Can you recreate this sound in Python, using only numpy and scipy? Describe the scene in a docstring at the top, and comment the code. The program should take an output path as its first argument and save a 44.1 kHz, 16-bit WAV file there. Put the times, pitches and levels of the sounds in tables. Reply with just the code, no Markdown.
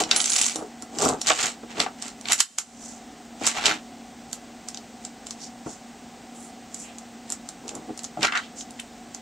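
"""A laminated steel padlock is handled close to the microphone, over a wooden desk in a quiet room.
A pick rakes out of the keyway, the shackle snaps shut, the lock is turned over and a tension wrench
ticks its way in: filtered noise bursts for blows, stick-slip grains for sliding steel and skin.
Fingers rub and bump the body, a fan hums in noise bands and faint tones, and the recorder's limiter
ducks after the hardest snaps."""
import sys
import numpy as np
from scipy import signal
from scipy.fft import rfft, irfft, next_fast_len
from scipy.io import wavfile
from scipy.ndimage import uniform_filter1d, minimum_filter1d

SR = 44100
rng = np.random.default_rng(int(sys.argv[2]) if len(sys.argv) > 2 else 0)


def generate_wav(sig):
    """Save sig (samples, or channels by samples) to the path in sys.argv[1] as 16-bit PCM at SR."""
    pcm = np.round(np.clip(np.atleast_2d(sig).T, -1, 1) * 32767).astype(np.int16)
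    wavfile.write(sys.argv[1], SR, pcm)


N = 406161  # samples
LEAD_S = .01  # faint noise rising into each impact

# tool and pin contacts: (time [s], relative level [dB], brightness [Hz])
CONTACTS = [(0.0372, -7, 3400), (0.1124, 4, 3500), (0.1626, 0, 5800), (0.2023, -3.5, 3900),
            (0.2149, -6, 6500), (0.2425, -6, 4800), (0.258, -4, 5500), (0.2977, -7, 5800),
            (0.3024, -5, 6200), (0.3346, -6, 6400), (0.3643, -5, 6000), (0.3832, -5, 6800),
            (0.4157, -3, 6500), (0.4424, -7, 5600), (0.4642, -3.5, 6500), (0.5585, -8, 5600),
            (0.8233, -15.5, 6100), (0.9867, -7, 5600), (1.0207, -5, 7000), (1.052, -7, 7200),
            (1.0885, -4, 7000), (1.2153, -5.5, 5800), (1.2705, -4, 5400), (1.303, 6, 2100),
            (1.3174, 3.5, 3000), (1.3894, -2, 2900), (1.4148, -6, 6200), (1.432, -4, 4800),
            (1.458, -4, 6600), (1.8014, -1.5, 3000), (1.8152, -9, 3600), (2.0236, -10, 6500),
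            (2.082, -17, 6300), (2.212, -19, 7200), (2.2558, -13, 2600), (2.2855, -9, 2800),
            (3.4672, 0, 5900), (3.474, -3, 5800), (3.6569, 4.5, 3800), (3.6645, 1, 3200),
            (4.3301, -8, 6900), (4.6865, -10.5, 6600), (4.7454, -15, 4700), (4.7732, -15, 4400),
            (5.0505, -13, 5000), (5.2687, -15.5, 5200), (5.3083, -11, 5200), (6.7447, -12.5, 5800),
            (6.9846, -18, 6700), (7.3022, -8.5, 8200), (7.3223, -6.5, 7300), (7.4896, -12, 6300),
            (7.68, -16, 5200), (7.6919, -13, 4200), (7.7523, -15.5, 6300), (7.9765, -16, 6500),
            (7.9922, -16, 5200), (8.0345, -18, 7200), (8.0432, -13, 5400), (8.0484, -14.5, 5000),
            (8.2302, -2, 3600), (8.2493, -4.5, 2200), (8.27, -9, 2400), (8.323, -10, 1900),
            (8.354, -10, 2500), (8.374, -7, 2900), (8.6095, -16.5, 4200), (8.708, -21, 7000),
            (8.7998, -14, 8300), (9.1475, -13, 6600)]


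def undb(db):
    """Decibels to amplitude."""
    return 10 ** (np.asarray(db) / 20)


def unit(x):
    """Scale to rms 1."""
    return x / np.sqrt(np.mean(x ** 2))


def colour(x, points):
    """Filter by a spectrum of (frequency [Hz], gain [dB]) points, linear in dB over log frequency."""
    hz, db = np.transpose(points)
    size = next_fast_len(N + 4096)
    f = np.arange(size // 2 + 1) * SR / size
    gain = undb(np.interp(np.log(f + 1), np.log(hz), db))
    return irfft(rfft(x, size) * gain, size)[..., :N]


def resonate(x, hz, width_hz):
    """Two-pole band-pass, gain 1 at the centre."""
    hz = min(hz, .45 * SR)
    g, k = np.tan(np.pi * hz / SR), width_hz / hz
    numerator = [g * k, 0, -g * k]
    denominator = [1 + g * k + g * g, 2 * g * g - 2, 1 - g * k + g * g]
    return signal.lfilter(numerator, denominator, x)


def resonate_twice(x, hz, width_hz):
    """Two equal band-passes in series: steeper skirts."""
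    return resonate(resonate(x, hz, width_hz), hz, width_hz)


def add(track, s, sound):
    """Mix a sound in at time s."""
    i = max(int(s * SR), 0)
    track[:, i:i + sound.shape[-1]] += sound[..., :N - i]


def swell(s, half_s):
    """One stroke: level rises, peaks at time s and trails off."""
    out = np.zeros(N)
    start, stop = max(int((s - 10 * half_s) * SR), 0), min(int((s + 10 * half_s) * SR), N)
    near = np.arange(start, stop)
    out[near] = (1 + ((near / SR - s) / half_s) ** 2 / 10) ** -10
    return out


def friction(rate_hz, scatter_db, slip_s, spectrum):
    """Stick-slip: slips of uneven size at random moments, each a brief burst; rms 1."""
    size = undb(scatter_db * np.clip(rng.standard_normal(N), -2, 2))
    slips = (rng.random(N) < rate_hz / SR) * size
    energy = signal.lfilter([1], [1, -np.exp(-1 / (slip_s * SR))], slips ** 2)
    return unit(colour(rng.standard_normal((2, N)) * np.sqrt(energy), spectrum))


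def contact(hz, width, decay_s, rattle_db, rattle_s, rebound_db=-11, size=6000):
    """One blow, shared and opposed part: faint noise rising into the impact, a rebound, a weak rattle."""
    t = np.arange(size) / SR - LEAD_S
    lead_in_db, rebound_at_s = -22, rng.uniform(.001, .004)
    impact = np.exp(-np.abs(t) / decay_s)
    rattle = undb(rattle_db) * np.exp(-np.abs(t) / rattle_s)
    rebound = undb(rebound_db) * np.exp(-np.abs(t - rebound_at_s) / decay_s) * (t > rebound_at_s)
    lead_in = undb(lead_in_db) * (1 + t / LEAD_S) ** 2
    envelope = np.where(t < 0, lead_in, impact + rattle + rebound)
    chatter = rng.standard_normal((2, size)) * envelope
    blow = resonate_twice(chatter, hz, width * hz)  # width re hz
    # the filter must not change the energy
    return .5 * blow * np.linalg.norm(envelope) / np.linalg.norm(blow, axis=1, keepdims=True)


def tail(x, wet_db, t60_s, size=16000):
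    """Dense decaying response to x, as shared and opposed part."""
    t = np.arange(size) / SR
    response = rng.standard_normal((2, size)) * np.exp(-np.log(1000) * t / t60_s) * (t > .002)
    response /= np.sqrt(np.sum(response ** 2) / 2)
    return undb(wet_db) * signal.fftconvolve(x[None], response, axes=1)[:, :N]


def sliding():
    """How hard flat faces and sharp edges rub over time, one row each."""
    # steel on steel: (time [s], half length [s], flat faces [dB], sharp edges [dB]), relative levels
    strokes = [(-0.003, 0.019, -28, -18.5), (0.158, 0.056, -31.5, -39), (0.38, 0.13, -39, -25.5),
               (1.046, 0.06, -63, -27.5), (1.309, 0.036, -22.5, -19.5), (1.427, 0.057, -23, -22),
               (1.714, 0.018, -40.5, -52), (1.81, 0.033, -28.5, -35.5), (2.055, 0.051, -43, -42),
               (2.315, 0.036, -29.5, -30), (2.392, 0.01, -38, -26), (3.476, 0.044, -28, -26.5),
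               (3.575, 0.022, -30, -40), (3.682, 0.054, -23, -37), (8.242, 0.021, -22.5, -55)]
    return sum(undb(db)[:, None] * swell(s, half_s) for s, half_s, *db in strokes)


def scrapes(flat_gain, edge_gain):
    """Flat faces grate in the middle range, sharp edges rasp above them in short, separate grains."""
    # grating spectrum: (frequency [Hz], relative level [dB])
    flat_spectrum = [(100, -8), (700, 0), (1500, 2), (2400, 5), (4000, 0.5), (5500, -3.5), (9000, -19)]
    # rasping spectrum: (frequency [Hz], relative level [dB])
    edge_spectrum = [(250, -53), (750, -16.5), (1800, -11.5), (2250, -1), (7400, -1), (8600, -2.5),
                     (10000, -19.5), (14000, -10)]
    flat = friction(rate_hz=900, scatter_db=4.5, slip_s=.0009, spectrum=flat_spectrum)
    edge = friction(rate_hz=800, scatter_db=5.5, slip_s=.0005, spectrum=edge_spectrum)
    return flat * flat_gain + edge * edge_gain


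def fingers(effort):
    """Skin creaks over the plates, with every stroke and every change of grip, and bumps the lock."""
    # grip shifts, skin drags: (time [s], half length [s], relative level [dB])
    grip_shifts = [(-0.02, 0.082, -29), (0.614, 0.034, -34.5), (0.829, 0.0073, -31), (1.067, 0.076, -24.5),
                   (1.807, 0.041, -33), (7.74, 0.089, -41.5)]
    # soft knocks of fingers and desk: (time [s], relative level [dB], brightness [Hz], decay [s])
    soft_knocks = [(0.01, -20, 435, 0.0053), (0.556, -26.5, 392, 0.0079), (1.304, -0.5, 890, 0.0077),
                   (1.633, -31, 280, 0.007), (1.863, -16, 790, 0.001), (3.412, -24.5, 228, 0.011),
                   (5.661, -26.5, 256, 0.017), (8.172, -20.5, 258, 0.0019), (8.191, -21, 168, 0.0025)]
    # creak spectrum: (frequency [Hz], relative level [dB])
    skin_spectrum = [(30, -18), (110, -13), (220, -1), (400, -3), (1300, -9.5), (2500, -36.5)]
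    hand_slip_db = -18  # skin re flat faces: the hand that drives a stroke slips a little too
    firm_grip_db = -28.5  # pressure from which skin creaks at its brightest
    pressure = undb(hand_slip_db) * effort
    pressure = pressure + sum(undb(db) * swell(s, half_s) for s, half_s, db in grip_shifts)
    creak = friction(rate_hz=480, scatter_db=4.2, slip_s=0.0026, spectrum=skin_spectrum)
    soft = colour(creak, [(380, 1), (1300, -9)])
    firmness = np.minimum(pressure / undb(firm_grip_db), 1)
    out = pressure * (soft + firmness * (creak - soft))
    for s, db, hz, decay_s in soft_knocks:
        knock = contact(hz, width=1.84, decay_s=decay_s, rattle_db=-12.5, rattle_s=0.019)
        add(out, s - LEAD_S, undb(db) * knock)
    return out


def fan():
    """Steady air noise, two humming bands and the motor's faint tones."""
    # air noise spectrum: (frequency [Hz], relative level [dB])
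    air_spectrum = [(25, -33), (53, -15.5), (79, -21), (170, -14.5), (237, -5.5), (340, -13.5), (729, -19),
                    (1150, -22), (4620, -28), (8100, -27), (10600, -49.5), (15000, -42.5)]
    # humming noise: (centre [Hz], half the width of each filter pass [Hz], relative level [dB])
    hum_bands = [(234, 30, -58), (742, 61, -52)]
    # motor tones: (frequency [Hz], relative level [dB])
    motor_tones = [(234.5, -49), (268, -59), (743, -62), (2008, -68)]
    air_db = -46.5
    t = np.arange(N) / SR
    out = undb(air_db) * unit(colour(rng.standard_normal((2, N)), air_spectrum))
    for hz, half_width_hz, db in hum_bands:
        hum = resonate_twice(rng.standard_normal((2, N)), hz, 2 * half_width_hz)
        out = out + undb(db) * unit(hum)
    for hz, db in motor_tones:
        out = out + np.sqrt(2) * undb(db) * np.sin(2 * np.pi * hz * t)
    return out


def clicks(contacts):
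    """The tools catch on pins and keyway; light contacts are dry ticks, hard ones chatter and rattle."""
    thud_db = -20  # each contact also nudges the whole lock: level re the contact
    all_db = -2.5
    out = np.zeros((2, N))
    for s, db, hz in contacts:
        force = np.clip((db + 12) / 12, 0, 1)
        cycles = 3.5 + 3 * force  # decay time in periods
        rattle_db, rattle_s, rebound_db = -28 + 4 * force, .013, -18 + 7 * force
        tick = contact(hz, 1.05, cycles / hz, rattle_db, rattle_s, rebound_db)
        thud = contact(hz=1260, width=1.65, decay_s=0.0017, rattle_db=rattle_db, rattle_s=rattle_s)
        add(out, s - LEAD_S, undb(db) * (tick + undb(thud_db) * thud))
    return undb(all_db) * out


def hiss_swells():
    """Level over time of a faint hiss that swells around each contact."""
    half_s, hiss_db, top_db = 0.033, -41, -43  # half length, level re the contact, loudest hiss
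    hiss = [undb(min(db + hiss_db, top_db)) * swell(s, half_s) for s, db, _ in CONTACTS]
    return np.max(hiss, axis=0)


def pick_ring(x, size=12000):
    """The thin pick rings: lightly damped steel modes driven by x."""
    # modes: (frequency [Hz], relative level [dB], t60 [s])
    modes = [(6520, -4, .09), (9320, 1, .2), (9905, 7, .17)]
    t = np.arange(size) / SR
    response = np.zeros(size)
    for hz, db, t60_s in modes:
        response += undb(db) * np.sin(2 * np.pi * hz * t) * np.exp(-np.log(1000) * t / t60_s)
    return signal.fftconvolve(x, response[None], axes=1)[:, :N]


def shackle():
    """The shackle strikes the latch; the hand damps it to a dry snap that the room faintly answers."""
    # pushed home and latching: (time [s], relative level [dB], chatter decay [s])
    latch_snaps = [(2.321, 7, 0.0013), (2.3314, 1.5, 0.002), (2.4034, 11, 0.0061), (2.4071, 16.5, 0.0017),
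                   (2.5855, 13, 0.00025)]
    out = np.zeros((2, N))
    for s, db, decay_s in latch_snaps:
        snap = contact(4260, width=2.6, decay_s=decay_s, rattle_db=-30.5, rattle_s=0.015)
        add(out, s - LEAD_S, undb(db) * snap)
    return out + tail(out[0], wet_db=-27.5, t60_s=0.76)


def rubs():
    """Steel and fingertips rub in one spot: fine stick-slip through one broad resonance each."""
    # spots: (time [s], half length [s], relative level [dB], resonance [Hz])
    spots = [(2.863, 0.1, -46, 6400), (5.438, 0.037, -40.5, 5400), (5.714, 0.049, -45.5, 6300),
             (6.423, 0.069, -48.5, 8200), (6.81, 0.059, -44, 7040), (6.878, 0.052, -48, 2620),
             (7.898, 0.012, -27, 290), (8.279, 0.024, -30, 1680), (8.359, 0.032, -25.5, 1640),
             (8.43, 0.035, -42, 3000), (8.596, 0.025, -38.5, 6200), (8.798, 0.0054, -31.5, 2800)]
    width = .7  # of each filter pass, re the resonance
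    slips = friction(rate_hz=900, scatter_db=3, slip_s=.0014, spectrum=[(500, 0), (9000, 0)])
    out = np.zeros((2, N))
    for s, half_s, db, hz in spots:
        out += undb(db) * swell(s, half_s) * unit(resonate_twice(slips, hz, width * hz))
    return out


def body(x, direct):
    """The stack of plates lends its resonances to whatever touches it; desk and room add one narrow low mode."""
    # resonances and one hollow of the lock in the hand, the first row a narrow mode of desk and room: (centre
    # [Hz], width [Hz], relative gain [dB])
    resonances = [(312, 19, 5), (434, 165, 4), (546, 34, -4), (764, 123, 9.5), (1080, 45, 3.5),
                  (1343, 138, 5), (2034, 150, 2.5), (2960, 140, 3.5), (3690, 310, 1), (5990, 35, 4),
                  (7270, 1250, 6.5)]
    return direct * (x + sum((undb(db) - 1) * resonate(x, hz, width_hz) for hz, width_hz, db in resonances))


def ports(x, apart_db):
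    """Left and right from a shared and an opposed part; close ports hear nearly the same bass."""
    side = colour(x[1], [(130, -19), (380, -11), (700, -6.5), (1300, 1.5), (4400, -5.5), (8000, -1)])
    return x[0] + undb(apart_db) * side * np.array([[1], [-1]])


def scene():
    """Steel, fingers and room tone as the two microphone ports hear them."""
    # microphone response: (frequency [Hz], gain [dB])
    mic_response = [(5000, 2), (8000, 3.2), (11500, -1.5), (14500, -14)]
    flat_gain, edge_gain = sliding()
    steel = clicks(CONTACTS) + scrapes(flat_gain, np.hypot(edge_gain, hiss_swells()))
    # the pick springs free as it leaves the pins
    raking = np.interp(np.arange(N) / SR, [.15, .16, .5, .6], [0, 1, 1, 0])
    ring_db = -37
    steel = steel + undb(ring_db) * pick_ring(steel * raking) + shackle() + rubs()
    near = body(steel + fingers(flat_gain), direct=0.65)
    lock = near + tail(near[0], wet_db=-6.0, t60_s=0.12)  # desk and near walls
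    left, right = ports(colour(lock, mic_response), apart_db=-4)
    # the keyway faces right, so the left port is shaded in the treble
    left = colour(left, [(1300, .5), (2400, -2), (5500, -.5), (8500, -3.5)])
    return np.array([left, right]) + ports(fan(), apart_db=-19.5)


def limiter(x, ceiling_db, release_db_per_s):
    """Looks ahead, turns down at once for a peak and comes back at a steady rate."""
    over_db = np.maximum(20 * np.log10(np.abs(x).max(axis=0) + 1e-9) - ceiling_db, 0)
    ramp_db = release_db_per_s * np.arange(N) / SR
    gain = undb(ramp_db - np.maximum.accumulate(over_db + ramp_db))
    return x * uniform_filter1d(minimum_filter1d(gain, size=65), size=65)


def record(dry):
    """The recorder limits the hardest snaps and cuts the top."""
    top_hz = 15600
    held = limiter(dry, ceiling_db=-1, release_db_per_s=50.5)
    return signal.sosfilt(signal.ellip(8, .2, 70, top_hz, fs=SR, output="sos"), held)


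dry = scene()
out = record(dry)
generate_wav(out)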